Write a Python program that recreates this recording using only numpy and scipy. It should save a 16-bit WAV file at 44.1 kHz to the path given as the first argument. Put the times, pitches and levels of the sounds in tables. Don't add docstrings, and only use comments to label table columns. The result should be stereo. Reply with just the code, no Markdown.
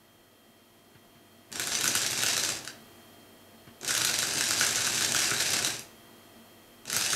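import sys
import numpy as np
from scipy import signal
from scipy.fft import rfft, irfft
from scipy.io import wavfile
from scipy.ndimage import uniform_filter1d

SR = 44100
rng = np.random.default_rng(int(sys.argv[2]) if len(sys.argv) > 2 else 0)


def pcm_store(signal):
    levels = np.round(np.clip(np.atleast_2d(signal), -1, 1) * 32767)
    wavfile.write(sys.argv[1], SR, levels.astype(np.int16).T)


N = 315315

# pitch_hz, gain_db
HISS_TONE = [(15, -69), (25, -3), (96, -16), (144, -6.5), (341, -3), (447, -5.5), (688, -6), (830, -8),
             (1810, -12.5), (1970, -12), (2190, -14), (3280, -13.5), (3860, -18.5), (12600, -20.5),
             (15700, -22)]
# pitch_hz, width_hz, gain_db
HISS_HUMS = [(113, 12, 8), (229, 14, 10), (4280, 120, 5), (12300, 1800, -5)]
# pitch_hz, level_db
WHINE_TONES = [(97, -69.5), (296, -72.5), (344.5, -66.5), (394, -73), (443, -80), (492, -74.5),
               (639.5, -71.5), (689, -69), (1190, -76), (1260.7, -75.5), (1918.8, -73), (1968, -77.5),
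               (2690, -80), (3198, -66.5), (5292, -81), (9889, -82)]
# time_s, gain_db
BACKGROUND_SWELL = [(0, -4.5), (.3, -5), (1.4, -3), (2.8, 1.5), (3.5, -0.5), (6, 1), (7.15, -1)]
# pitch_hz, gain_db
STEREO_WIDTH = [(60, -35), (250, -24), (600, -15.5), (1500, -16.5), (8000, -14), (10500, -13), (12000, -30),
                (15000, -38)]
# pitch_hz, width_hz, gain_db
TABLE_MODES = [(75.6, 28, -3.5), (101.7, 17, 6.5), (137.6, 38.4, 5), (228.5, 14, 7.5), (321.6, 34.5, 6),
               (404, 29.5, 6), (677, 340, -1)]
# start_s, peak_db
FINGER_NUDGES = [(0.948, -46), (1.15, -49), (1.504, -47), (3.67, -40.5)]
# pitch_hz, gain_db
RASP_TONE = [(290, -34), (500, -6.5), (1190, -8), (1580, -2.5), (1990, -4.5), (2580, 0.5), (3210, -2),
             (5960, -1.5), (11700, -10.5), (15700, -29.5)]
# pitch_hz, width_hz, gain_db
FRAME_MODES = [(1680, 250, -2), (2620, 81, -10.5), (3960, 330, -2.5), (4800, 220, -3), (6120, 1440, -2),
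               (7490, 800, -1), (8450, 170, 2.5), (11720, 380, -7)]
# pitch_hz, width_hz, gain_db
HOUSING_MODES = [(1314, 380, -1.5), (1656, 440, 2.5)]
# on_s, spin_up_s, sluggish_db, off_s, coast_db_per_s, chatter_gain_db, rumble_gain_db
MOTOR_RUNS = [(1.51, 0.029, -6, 2.49, 133, -30.5, -41.5), (3.805, 0.04, -.5, 5.685, 172, -29.5, -41.5),
              (6.856, 0.023, -2, 7.3, 150, -30, -42.5)]
# start_s, scrape_gain_db, snap_gain_db, clack_gain_db
HARD_SLAMS = [(1.5172, -30, -41, -52), (1.526, -21, -41, -38), (1.5568, -19, -41, -33),
              (1.5963, -12, -23, -22.5), (1.6714, -19, -25.5, -24), (1.8094, -11.5, -26, -37),
              (1.8413, -13.5, -21, -17.5), (1.8553, -15, -27, -15.5), (1.8772, -7.5, -21, -25),
              (1.951, -11, -18, -16.5), (2.0635, -13, -41, -38), (2.1086, -19, -26, -38),
              (2.218, -20, -39, -38), (2.2341, -10.5, -21, -18), (2.263, -14, -40, -37),
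              (2.284, -15, -31, -29), (2.3666, -11, -32, -31), (2.3773, -11, -28, -23),
              (2.4354, -13.5, -29, -26), (2.4904, -13, -42, -26), (2.6484, -27, -41, -45),
              (2.675, -18, -39, -28), (3.8118, -29.5, -53, -45), (3.831, -27, -49, -32),
              (3.8467, -20, -41, -37), (3.8775, -14.5, -27, -37), (3.892, -22, -36, -23),
              (3.907, -11.5, -23, -19), (3.9497, -12, -27, -22), (3.9772, -11.5, -20.5, -20.5),
              (4.0105, -22, -36, -18.5), (4.048, -9, -17.5, -23), (4.09, -17, -31, -20),
              (4.1877, -11.5, -22, -34), (4.2216, -12, -32, -38), (4.228, -20.5, -35, -17.5),
              (4.4085, -11, -38, -25), (4.4877, -17, -25, -35), (4.5075, -16, -30, -20),
              (4.597, -16, -24, -31), (4.6095, -8, -29, -11), (4.6294, -17, -32, -25),
              (4.6474, -16, -26, -33), (4.6666, -12, -30, -41), (4.7565, -12, -29, -31),
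              (4.782, -32, -39, -21), (4.8675, -13.5, -27, -29), (4.8733, -20, -27, -18.5),
              (4.9494, -20, -28, -40), (5.008, -16, -26, -20), (5.0234, -19, -24.5, -24),
              (5.1208, -11, -40, -32), (5.147, -12.5, -26, -13.5), (5.1554, -15, -37, -30),
              (5.1901, -13, -27, -24), (5.306, -13, -29, -28), (5.313, -19, -37, -13),
              (5.3303, -24, -38, -29), (5.4053, -11, -28, -42), (5.533, -11, -32, -41),
              (5.6467, -9, -24, -27), (5.6698, -17, -27, -22), (5.6756, -19, -36, -38),
              (5.7928, -20.5, -35, -42), (6.8542, -27, -64, -39), (6.8992, -15, -41, -27),
              (6.9285, -15.5, -25, -20.5), (6.9648, -11, -19, -17), (7.011, -13.5, -32, -26),
              (7.062, -12, -32, -35), (7.1034, -13.5, -32, -37), (7.131, -15, -24, -14.5)]

ROOM_DECAY_S, ROOM_GAIN_DB = 0.3, -1.5
THUD_GAIN_DB, THUD_S = -15.5, 0.0011
SPEED_POWER, SLUGGISH_S, SAG_DB_PER_S = 2.5, 0.38, 1
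TICKS_PER_S, TICK_SCATTER_DB, TICK_CAP_DB, TICK_S = 150, 5, 5, 0.0028
SMALL_SLAMS_PER_S, SLAM_SCATTER_DB = 30, 3
SNAP_ABOVE_HZ, TREBLE_LIMIT_HZ = 8600, 15660
CLACK_DELAY_S = 0.001306


def undb(db):
    return 10 ** (np.asarray(db) / 20)


def level(x, db):
    return x * undb(db) / np.sqrt(np.mean(x ** 2))


def convolve(x, response):
    return signal.fftconvolve(x, response)[:N]


def colour(x, points):
    hz, db = np.transpose(points)
    size = 4096
    grid_hz = np.arange(size // 2 + 1) * SR / size + 1
    log_gain = np.interp(np.log(grid_hz), np.log(hz), db) * np.log(10) / 20
    cepstrum = irfft(log_gain)
    cepstrum[1:size // 2] *= 2
    cepstrum[size // 2 + 1:] = 0
    return convolve(x, irfft(np.exp(rfft(cepstrum))))


def ring(x, modes, sign=-1):
    return sum(sign ** k * undb(db) * signal.lfilter(*signal.iirpeak(hz, hz / width, SR), x)
               for k, (hz, width, db) in enumerate(modes))


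def wander(rate_hz):
    hold = int(SR / rate_hz)
    steps = np.repeat(rng.standard_normal(N // hold + 1), hold)
    return uniform_filter1d(uniform_filter1d(steps, hold), hold)[:N]


def hits(times_s, gains):
    pushes = np.zeros(N)
    np.add.at(pushes, np.clip((np.asarray(times_s) * SR).astype(int), 0, N - 1), gains)
    return pushes


def scrapes(times_s, gains, length_s, rise_s=0.00093):
    t = np.arange(SR // 20) / SR
    shape = np.clip(t / rise_s, 0, 1) * np.exp(-(t / length_s) ** 1.42)
    return np.maximum(convolve(hits(times_s, gains), shape), 0) * rng.standard_normal(N)


def keep_power(body, x):
    return body(x) / np.sqrt(np.sum(body(hits([0], [1])) ** 2))


def keep_peak(body, x):
    return body(x) / np.max(np.abs(body(hits([0], [1]))))


def whine_and_hiss():
    t = np.arange(N) / SR
    whine = 0
    for hz, db in WHINE_TONES:
        waver_db = min(3., 1 + 700 / hz) * wander(18)
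        whine += np.sqrt(2) * undb(db + waver_db) * np.sin(2 * np.pi * (hz * t + rng.random()))
    hiss, side_hiss = [level(colour(rng.standard_normal(N), HISS_TONE), -56.5) for _ in range(2)]
    hums = ring(hiss, HISS_HUMS, sign=1)
    swell = undb(np.interp(t, *np.transpose(BACKGROUND_SWELL)))
    return swell * (hiss + hums + whine), swell * side_hiss


def room_echo(x):
    t = np.arange(SR // 2) / SR
    bright = rng.standard_normal(len(t)) * undb(-60 * t / ROOM_DECAY_S) * np.clip(t / 0.004, 0, 1)
    dull = signal.lfilter([.45], [1, -.55], bright)
    tail = bright * np.exp(-t / 0.09) + dull * (1 - np.exp(-t / 0.042))
    return convolve(x, tail / np.sqrt(np.sum(tail ** 2)))


def table_thump(blows, contact_s):
    soft_push = np.hanning(int(contact_s * SR))
    return keep_peak(lambda x: ring(convolve(x, soft_push), TABLE_MODES), blows)


def finger_nudges():
    start_s, peak_db = np.transpose(FINGER_NUDGES)
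    thump = table_thump(hits(start_s, undb(peak_db)), contact_s=0.0033)
    rub = scrapes(start_s, undb(peak_db - 5), length_s=0.028)
    scuff = ring(ring(rub, [(1500, 1800, 0)]), [(1410, 1900, 4.5)])
    return thump + scuff


def table_rumble(rumble, blows):
    waver = undb(1.5 * wander(10))
    hum = level(ring(rng.standard_normal(N), TABLE_MODES), 0)
    return rumble * waver * hum + undb(THUD_GAIN_DB) * table_thump(blows, THUD_S)


def motor():
    t = np.arange(N) / SR
    drive = rumble = 0
    for on_s, spin_up_s, sluggish_db, off_s, coast_db_per_s, chatter_db, rumble_db in MOTOR_RUNS:
        running_s = np.maximum(t - on_s, 0)
        speed = 1 - np.exp(-running_s / spin_up_s)
        slow_start_db = sluggish_db * np.exp(-(running_s / SLUGGISH_S) ** 2)
        coast_db = coast_db_per_s * np.maximum(t - off_s, 0)
        strength = speed ** SPEED_POWER * undb(slow_start_db - SAG_DB_PER_S * running_s - coast_db)
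        drive += undb(chatter_db) * strength
        rumble += undb(rumble_db) * np.maximum(strength ** 0.37 - 0.08, 0)
    return drive, rumble


def frame(x):
    rasp = colour(x, RASP_TONE)
    return rasp + ring(rasp, FRAME_MODES, sign=1)


def housing(x):
    return ring(x, HOUSING_MODES)


def tooth_snap(x):
    treble_only = signal.butter(3, SNAP_ABOVE_HZ, "high", fs=SR, output="sos")
    return colour(signal.sosfilt(treble_only, x), RASP_TONE)


def gear_chatter(drive):
    count = int(TICKS_PER_S * N / SR)
    when, size, chance = rng.random((count, 3)).T
    times_s = when * N / SR
    gains = undb(np.minimum(-TICK_SCATTER_DB * np.log(size + 1e-9), TICK_CAP_DB))
    ticks = level(frame(drive * scrapes(times_s, gains, TICK_S)), -42)
    clacks = level(housing(drive * hits(times_s, gains * (chance < .15))), -58)
    return undb(2 * wander(12)) * (ticks + clacks)


def small_slams(drive):
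    count = int(SMALL_SLAMS_PER_S * N / SR)
    late, scrape_luck, snap_luck, clack_luck = rng.standard_normal((count, 4)).T
    start_s = np.clip((np.arange(count) + .4 * late) / count, 0, 1) * (N - 1) / SR
    drive_db = 20 * np.log10(drive[(start_s * SR).astype(int)] + 1e-9)
    scrape_db = drive_db + 11.5 + SLAM_SCATTER_DB * scrape_luck
    snap_db = scrape_db - 16 + SLAM_SCATTER_DB * snap_luck
    clack_db = scrape_db - 16.5 + SLAM_SCATTER_DB * clack_luck
    return np.transpose([start_s, scrape_db, snap_db, clack_db])


def gear_slams(drive):
    start_s, scrape_db, snap_db, clack_db = np.vstack([HARD_SLAMS, small_slams(drive)]).T
    size = undb(scrape_db - 5.5)
    strike = scrapes(start_s, size, length_s=0.002)
    bounce = scrapes(start_s + 0.00464, 0.16 * size, length_s=0.0014)
    edge = scrapes(start_s, undb(snap_db), length_s=0.0026)
    clack_s, clack_gain = start_s + CLACK_DELAY_S, undb(clack_db)
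    blows = hits(clack_s, 0.62 * clack_gain) + hits(clack_s + 0.00078, 0.25 * clack_gain)
    sound = keep_power(frame, strike + bounce) + keep_power(tooth_snap, edge) + keep_peak(housing, blows)
    return sound, blows


def scene():
    drive, rumble = motor()
    slams, blows = gear_slams(drive)
    parts = [gear_chatter(drive) for _ in range(3)] + [slams]
    toy = sum(parts)
    table = table_rumble(rumble, blows) + finger_nudges()
    background, side_hiss = whine_and_hiss()
    echoes = undb(ROOM_GAIN_DB) * sum(room_echo(part) for part in parts)
    middle = toy + echoes + table + background
    side = colour(room_echo(toy + table) + 0.34 * toy + undb(13) * side_hiss, STEREO_WIDTH)
    return np.array([middle + side, middle - side])


def record(dry):
    rounded = np.tanh(2.49 * dry) / 2.5
    return signal.sosfilt(signal.ellip(12, .2, 95, TREBLE_LIMIT_HZ, fs=SR, output="sos"), rounded)


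dry = scene()
out = record(dry)
pcm_store(out)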